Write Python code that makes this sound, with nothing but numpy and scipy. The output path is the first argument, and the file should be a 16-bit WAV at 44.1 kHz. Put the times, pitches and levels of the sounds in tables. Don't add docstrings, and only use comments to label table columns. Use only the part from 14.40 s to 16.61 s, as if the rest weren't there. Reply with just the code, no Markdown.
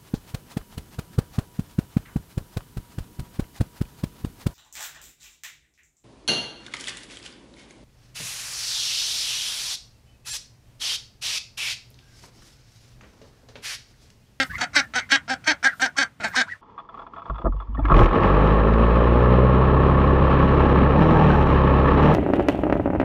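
import sys
import numpy as np
from scipy import signal
from scipy.fft import rfft, irfft, next_fast_len
from scipy.io import wavfile
from scipy.ndimage import uniform_filter1d, map_coordinates

SR = 44100
rng = np.random.default_rng(int(sys.argv[2]) if len(sys.argv) > 2 else 0)


def amplitude_ratio(level_db):
    exponent = np.asarray(level_db, float) / 20
    return 10 ** exponent


def master(y):
    cut = np.clip(np.atleast_2d(y).T, -1, 1)
    pcm = np.round(cut * 32767)
    wavfile.write(sys.argv[1], SR, pcm.astype(np.int16))


N = 97505

# t/s, level/dB
WIND_LEVEL = [
    (0, -49),
    (.25, -49),
    (.5, -51),
    (1.2, -52),
    (1.7, -54),
    (1.85, -53),
    (2.1, -56),
    (2.21, -62),
]
# t/s, gain/dB
YARD_LULL = [
    (0, 1.5),
    (1.67, -0.5),
    (1.73, -4.5),
    (1.79, -6),
    (1.8, 3.5),
    (2.15, 1),
    (2.21, -8),
]
# f/Hz, density/dB
RUMBLE_SPECTRUM = [(25, -28), (55, -2), (100, 0), (170, -1), (270, -8), (340, -12), (400, -28), (600, -50)]
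# f/Hz, density/dB
AIR_SPECTRUM = [(400, 9), (700, 10.5), (1000, 10), (1600, 9.5), (2500, 5), (5300, -3), (9300, -7.5),
                (15300, -30)]
# f/Hz, density/dB
THUMP_SPECTRUM = [(30, -20), (55, 0), (90, 0), (140, -10), (250, -40)]
# t/s, level/dB
STRAW_LEVEL = [(0, -57.5), (.08, -51.5), (.12, -74), (.18, -58), (.23, -73), (.41, -72), (.44, -62),
               (.48, -71), (.68, -71), (.7, -67), (.73, -78), (1.28, -70), (1.36, -60), (1.45, -56),
               (1.52, -78.5), (1.84, -77), (1.88, -55), (1.95, -65), (2, -81), (2.21, -81)]
# f/Hz, density/dB
STRAW_SPECTRUM = [(1500, -39), (3000, 2), (8000, 0.5), (13000, -0.5), (15200, 3.5), (15900, -44.5)]
# f/Hz, t60/s
SHED_T60 = [(200, 0.11), (600, 0.12), (1800, 0.11), (5000, 0.062), (12000, 0.13)]
# t/s, f/Hz, level/dB
GLIDING_WHINES = [
    [(.09, 1356, -64), (.103, 1633, -36.5), (.116, 1755, -33), (.13, 1900, -43.5), (.156, 2047, -29.5),
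     (.168, 1994, -36), (.178, 1456, -42), (.2, 1310, -53)],
    [(.11, 1140, -71), (.122, 1170, -46), (.14, 1133, -36.5), (.158, 1230, -45), (.168, 1245, -84)],
    [(.61, 2170, -34.5), (.652, 2075, -48), (.665, 2020, -57.5)],
    [(1.28, 1880, -24), (1.3, 1950, -33), (1.315, 1720, -39), (1.33, 1480, -36), (1.345, 1300, -42)],
    [(.333, 1350, -48), (.343, 1300, -37.5), (.355, 1127, -31), (.362, 1100, -45)],
    [(1.558, 1150, -44.5), (1.568, 1055, -37), (1.578, 950, -39)],
    [(1.805, 212, -46), (1.815, 298, -39.5), (1.828, 280, -53)],
    [(2.065, 975, -54), (2.078, 1020, -43), (2.09, 1000, -55.5)],
    [(.41, 1608, -26), (.422, 1666, -32), (.432, 1875, -44), (.445, 1820, -34.5), (.455, 1740, -51)],
    [(1.885, 1550, -49), (1.902, 1680, -44), (1.93, 1566, -38)],
    [(1.926, 1914, -56), (1.937, 1965, -29.5), (1.952, 1725, -39)],
    [(1.93, 1120, -50), (1.943, 1057, -30), (1.956, 1053, -37.5)],
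    [(2.07, 1350, -51), (2.086, 1434, -38), (2.104, 1932, -39), (2.12, 1907, -31), (2.135, 1850, -38),
     (2.15, 1297, -53), (2.168, 1030, -57)],
]
# f/Hz, density/dB
WHINE_BREATH = [(2200, -5), (3000, -15), (4200, -13.5), (8000, -28), (10000, -41.5)]
# start t/s, length/s, level/dB
BUZZES = [(-.03, 0.062, -14), (0.214, 0.026, -17.5), (0.361, 0.039, -14.5), (0.559, 0.036, -20),
          (0.718, 0.039, -12.5), (0.9, 0.037, -23), (1.076, 0.039, -16), (1.245, 0.027, -17),
          (1.418, 0.042, -18.5), (1.583, 0.048, -18), (1.843, 0.039, -21), (1.962, 0.053, -17.5)]
# puff t/s, puff/dB, main resonance f/Hz, throat/dB, brightness/dB
BILLS = [(-.05, -24, 1407, 1, -5.5), (0.18, -31, 1552, 4.5, -9), (0.331, -39.5, 1535, -2, -3.5),
         (0.535, -38, 1494, 3.5, -3), (0.69, -35.5, 1570, -5, -5), (0.877, -47, 1604, 6.5, -6),
         (1.038, -37.5, 1629, 1, -6), (1.227, -32, 1632, -1.5, -9.5), (1.396, -32, 1613, 0.5, -6.5),
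         (1.565, -30, 1570, -1, -5), (1.8, -37, 1580, 7, -9.5), (1.923, -47, 1607, 0.5, -4.5)]
# murmur before the buzz/dB, rise/s, droop/dB
EFFORTS = [(-42, .008, 11.5), (-33.5, 0.0029, 5.5), (-43, 0.0027, 5.5), (-31.5, 0.0033, 6), (-42, 0.002, 6),
           (-35, 0.015, 3.5), (-58.5, 0.0025, 3.5), (-32, 0.0087, 2.5), (-30.5, 0.0105, 4.5),
           (-36, 0.0044, 4), (-34, 0.00464, 15), (-62, 0.015, 3)]
SECOND_LIFT_DB = [1.5, -4, 0.5, -0.5, -2.5, -7, -2.5, -9.5, -8, -3.5, -2, -4.5]
# t/s, f/Hz
GLIDES = [
    [(-.03, 266.5), (.03, 265), (.05, 233)],
    [(.19, 227.1), (.22, 251.7), (.25, 223.8)],
    [(.35, 287), (.373, 291.7), (.393, 278.9), (.412, 239)],
    [(.535, 211), (.55, 231.3), (.564, 252.6), (.58, 250.2), (.6, 208.9)],
    [(.7, 256), (.715, 271), (.734, 277.3), (.754, 270.8), (.772, 229.2)],
    [(.877, 226), (.89, 235.5), (.912, 267), (.922, 261), (.938, 253.4), (.955, 223.4)],
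    [(1.06, 293.4), (1.075, 308.7), (1.096, 317.2), (1.114, 289.1), (1.13, 248)],
    [(1.227, 232), (1.238, 232), (1.258, 273.6), (1.276, 263.3), (1.29, 255)],
    [(1.396, 230), (1.408, 230.8), (1.428, 261.8), (1.442, 264.8), (1.452, 250), (1.472, 208.6)],
    [(1.565, 265), (1.586, 271.9), (1.608, 280.3), (1.628, 239), (1.645, 205)],
    [(1.8, 237.3), (1.825, 195), (1.84, 221.1), (1.856, 217.3), (1.872, 190.2), (1.89, 175.3)],
    [(1.94, 213), (1.957, 239.6), (1.989, 260.8), (2.003, 246.5), (2.025, 201), (2.04, 199)],
]
ROUGHNESS = [.35, .6, .22, .3, .12, .12, .2, .15, .18, .3, .4, .2]
# chest/dB, valley depth/0-1 (below 0 = filled)
COLOURS = [(4.5, 0.12), (1.5, .4), (0.5, -0.62), (0, 0.16), (-1, -0.67), (3.5, 0.66), (-1, -0.051),
           (-2, 0.11), (-1, 0.42), (1.5, -0.51), (4.5, -0.091), (0, -0.13)]
# f/Hz, width/Hz, level/dB
THROAT_MODES = [(270, 160, -14.5), (770, 150, -12)]
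# f/Hz, width/Hz, level/dB
WINDPIPE_MODES = [(3166, 643, -10), (3807, 640, -10), (4480, 377, -6), (5310, 640, -10), (6026, 560, -10),
                  (6830, 540, -16.5), (7860, 2050, -20), (10200, 1700, -37.5), (11860, 930, -42),
                  (14200, 2100, -39.5)]

SHED_DB = -8.5


def unit(x):
    return x / np.sqrt(np.mean(x ** 2) + 1e-20)


def along(points, hz):
    f, v = np.transpose(points)
    return np.interp(np.log(hz + 1), np.log(f + 1), v)


def wobble(rate_hz, size=N):
    knots = rng.standard_normal(int(size * 2000 / SR) + 4)
    return map_coordinates(knots, [np.arange(size) * rate_hz / SR])


def filtered(x, response):
    m = next_fast_len(len(x) + SR // 4)
    return irfft(rfft(x, m) * response(np.fft.rfftfreq(m, 1 / SR)), m)[:len(x)]


def lowpass(x, hz, order):
    return filtered(x, lambda f: 1 / (1 + (f / hz) ** order))


def second_order(f, hz):
    return 1 + 1j * f / hz - (f / hz) ** 2


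def resonances(rows):
    return lambda f: sum((-1) ** k * amplitude_ratio(db) * 1j * f * w / (c * c - f * f + 1j * f * w)
                         for k, (c, w, db) in enumerate(rows))


def noise(spectrum):
    points = [(5, -120)] + list(spectrum)
    return unit(filtered(rng.standard_normal(N), lambda hz: amplitude_ratio(along(points, hz))))


def yard():
    t = np.arange(N) / SR
    rumble = noise(RUMBLE_SPECTRUM) * amplitude_ratio(np.interp(t, *np.transpose(WIND_LEVEL)) + wobble(12))
    air = noise([(200, -51)] + list(AIR_SPECTRUM)) * amplitude_ratio(-59 + 0.4 * wobble(10.9))
    lull = amplitude_ratio(np.interp(t, *np.transpose(YARD_LULL)))

    thump_s, thump_length_s, thump_db = 0.135, 0.05, -41
    thump = noise(THUMP_SPECTRUM) * amplitude_ratio(thump_db) * np.exp(-((t - thump_s) / thump_length_s) ** 2)

    crackle = unit(noise(STRAW_SPECTRUM) * amplitude_ratio(1.5 * wobble(180)))
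    straw = crackle * amplitude_ratio(np.interp(t, *np.transpose(STRAW_LEVEL)))
    return (rumble + air) * lull + thump + straw


def shed(x):
    delay_s = 0.0022
    hz, t, z = signal.stft(rng.standard_normal(SR // 2), SR, nperseg=256)
    decay = amplitude_ratio(-60 * t / along(SHED_T60, hz)[:, None])
    tail = signal.istft(z * decay, SR, nperseg=256)[1]
    late = np.pad(x, (round(delay_s * SR), 0))
    return signal.fftconvolve(late, tail / np.linalg.norm(tail))[:len(x)]


def gliding_whines():
    waver, hoarse_db, hoarse_width_hz, breath_db, ease_samples = 0.014, -1, 500, -16, 220
    t, out = np.arange(N) / SR, np.zeros(N)
    for rows in GLIDING_WHINES:
        s, hz, db = np.transpose(rows)
        pitch = np.interp(t, s, hz) * (1 + waver * wobble(120))
        phase = 2 * np.pi * np.cumsum(pitch) / SR
        hoarse = 1 + amplitude_ratio(hoarse_db) * wobble(hoarse_width_hz)
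        level = uniform_filter1d(amplitude_ratio(np.interp(t, s, db, -120, -120)), ease_samples)
        out += level * (hoarse * np.sin(phase) + amplitude_ratio(breath_db) * noise(WHINE_BREATH))
    return out


def syrinx_pulses(pitch, cycles, rough):
    shimmer_db, even_below_hz, pulse_top_hz = 6, 1300, 5000
    size = len(pitch)
    at = np.interp(np.arange(np.ceil(cycles[0]), cycles[-1] - 1), cycles, np.arange(size))
    taps = np.floor(at).astype(int)[:, None] + np.arange(-7, 9)
    offset = taps - at[:, None]
    kernel = np.sinc(offset) * np.cos(offset * np.pi / 18) ** 2
    sizes = amplitude_ratio(shimmer_db * rough * rng.standard_normal(size // 64)[:len(at), None])
    where = np.clip(taps, 0, size - 1).ravel()
    pulses = np.bincount(where, (sizes * kernel).ravel(), size)
    even = np.bincount(where, kernel.ravel(), size)
    pulses += lowpass(even - pulses, even_below_hz, 6)
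    return lowpass(pulses, pulse_top_hz, 4)


def gated_air(cycles):
    gate, low_hz = 0.83, 410
    air = rng.standard_normal(len(cycles)) * np.exp(-gate * (cycles % 1))
    return filtered(air, lambda f: (1j * f / (low_hz + 1j * f)) ** 2)


def windpipe(lift_db):
    spread_s, scatter_db = 0.005, 2
    late = spread_s * rng.random(len(WINDPIPE_MODES))
    patch_db = scatter_db * rng.standard_normal(len(WINDPIPE_MODES))
    return lambda f: sum(amplitude_ratio(db + lift_db + p) * resonances([(c, w, 0)])(f) ** 2 * np.exp(-2j * np.pi * f * s)
                         for (c, w, db), s, p in zip(WINDPIPE_MODES, late, patch_db))


def vocal_tract(main_hz, throat_db, bright_db, second_db, colour):
    bill_top_hz, top_hz = 2750, 9300
    chest_db, valley_depth = colour
    (chest_hz, chest_width, chest_level), (throat_hz, throat_width, throat_level) = THROAT_MODES
    upper = windpipe(bright_db)
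    gap = resonances([(427.6, 150, 0)])
    valley = resonances([(1100, 280, 0)])

    def tract(f, ratio=1):
        pipe = resonances([(chest_hz, chest_width, chest_level + chest_db),
                           (throat_hz * ratio, throat_width, throat_level + throat_db),
                           (main_hz * ratio, 79.7, 0),
                           (main_hz * 1.429, 450, -10 + second_db)])
        body = pipe(f) / second_order(f, bill_top_hz) ** 2 + upper(f)
        return body * (1 - gap(f)) * (1 - valley_depth * valley(f)) / second_order(f, top_hz)
    return tract


def quack(call, bill, effort, second_db, glide, rough, colour):
    jitter, buzz_fall_s = 0.03, 0.016
    swell_from_db, swell_s, puff_fade_db_per_s = -9.5, 0.0085, 194
    hiss_above_hz, hiss_least, rasp_db, rasp_fall_db_per_s = 2600, 0.45, -3, 601
    dull_hz, dull_s, shut_ratio = 2800, 0.0022, 0.9117
    start, length, level_db = call
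    puff, puff_db, main_hz, throat_db, bright_db = bill
    murmur_db, rise, fade_db = effort
    size = SR // 4
    t = np.arange(size) / SR + puff - start
    u = 2 * t / length - 1
    after = np.clip(t - length, 0, None)

    pitch = np.interp(t + start, *np.transpose(glide)) * (1 + jitter * rough * wobble(150.7, size))
    cycles = np.cumsum(pitch) / SR
    cycles = cycles - np.interp(0, t, cycles)
    pulses = syrinx_pulses(pitch, cycles, rough)
    air = gated_air(cycles)
    tract = vocal_tract(main_hz, throat_db, bright_db, second_db, colour)

    droop_db = level_db - fade_db * np.clip(t / length, 0, 1) ** 2
    attack = np.clip(t / rise + 0.23, 0, 1)
    release = np.clip(1 - (t - length) / buzz_fall_s, 0, 1) ** 2
    buzz = attack * release * amplitude_ratio(droop_db) + amplitude_ratio(murmur_db) * (t < rise)

    onset_db = droop_db + swell_from_db * np.clip(-t / swell_s, 0, None)
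    opening_db = np.where(t < 0, puff_db - puff_fade_db_per_s * (t - t[0]), -120)
    swell_db = np.maximum(onset_db, opening_db)
    rasp = amplitude_ratio(swell_db + rasp_db - rasp_fall_db_per_s * after)

    edges = np.clip(np.abs(u) ** 2, rough, 1)
    hiss = filtered(air, lambda f: 1 / (1 + (hiss_above_hz / (f + 1)) ** 6))
    shaped_air = (air - hiss) * edges + hiss * np.maximum(edges, hiss_least)

    def scale(x):
        return np.sqrt(np.mean(filtered(x, tract) ** 2))
    source = pulses / scale(pulses) * buzz * np.sqrt(1 - np.clip(rough, 0, 0.95))
    source = source + shaped_air / scale(air) * rasp

    dull = lowpass(source, dull_hz, 6)
    source = dull + (source - dull) * np.exp(-after / dull_s)
    shut = np.clip(np.abs(u) - 0.7, 0, 1) * np.pi / 2
    opened = filtered(source * np.cos(shut), tract)
    return opened + filtered(source * np.sin(shut), lambda f: tract(f, shut_ratio))


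def duck():
    out = np.zeros(N + SR)
    lead = SR // 4
    for call, bill, *manner in zip(BUZZES, BILLS, EFFORTS, SECOND_LIFT_DB, GLIDES, ROUGHNESS, COLOURS):
        sound = np.pad(quack(call, bill, *manner), (0, SR // 4))
        first = lead + round(bill[0] * SR)
        out[first:][:len(sound)] += sound + amplitude_ratio(SHED_DB) * shed(sound)
    return out[lead:][:N]


def scene():
    whines = gliding_whines()
    return (yard() + whines + amplitude_ratio(SHED_DB) * shed(whines) + duck())[None]


def top_cut(x):
    return signal.sosfilt(signal.butter(12, 15690, fs=SR, output="sos"), x)


def record(dry):
    ceiling = 0.9
    soft = dry / np.cbrt(1 + np.abs(dry / ceiling) ** 3)
    return top_cut(soft)


dry = scene()
out = record(dry)
master(out)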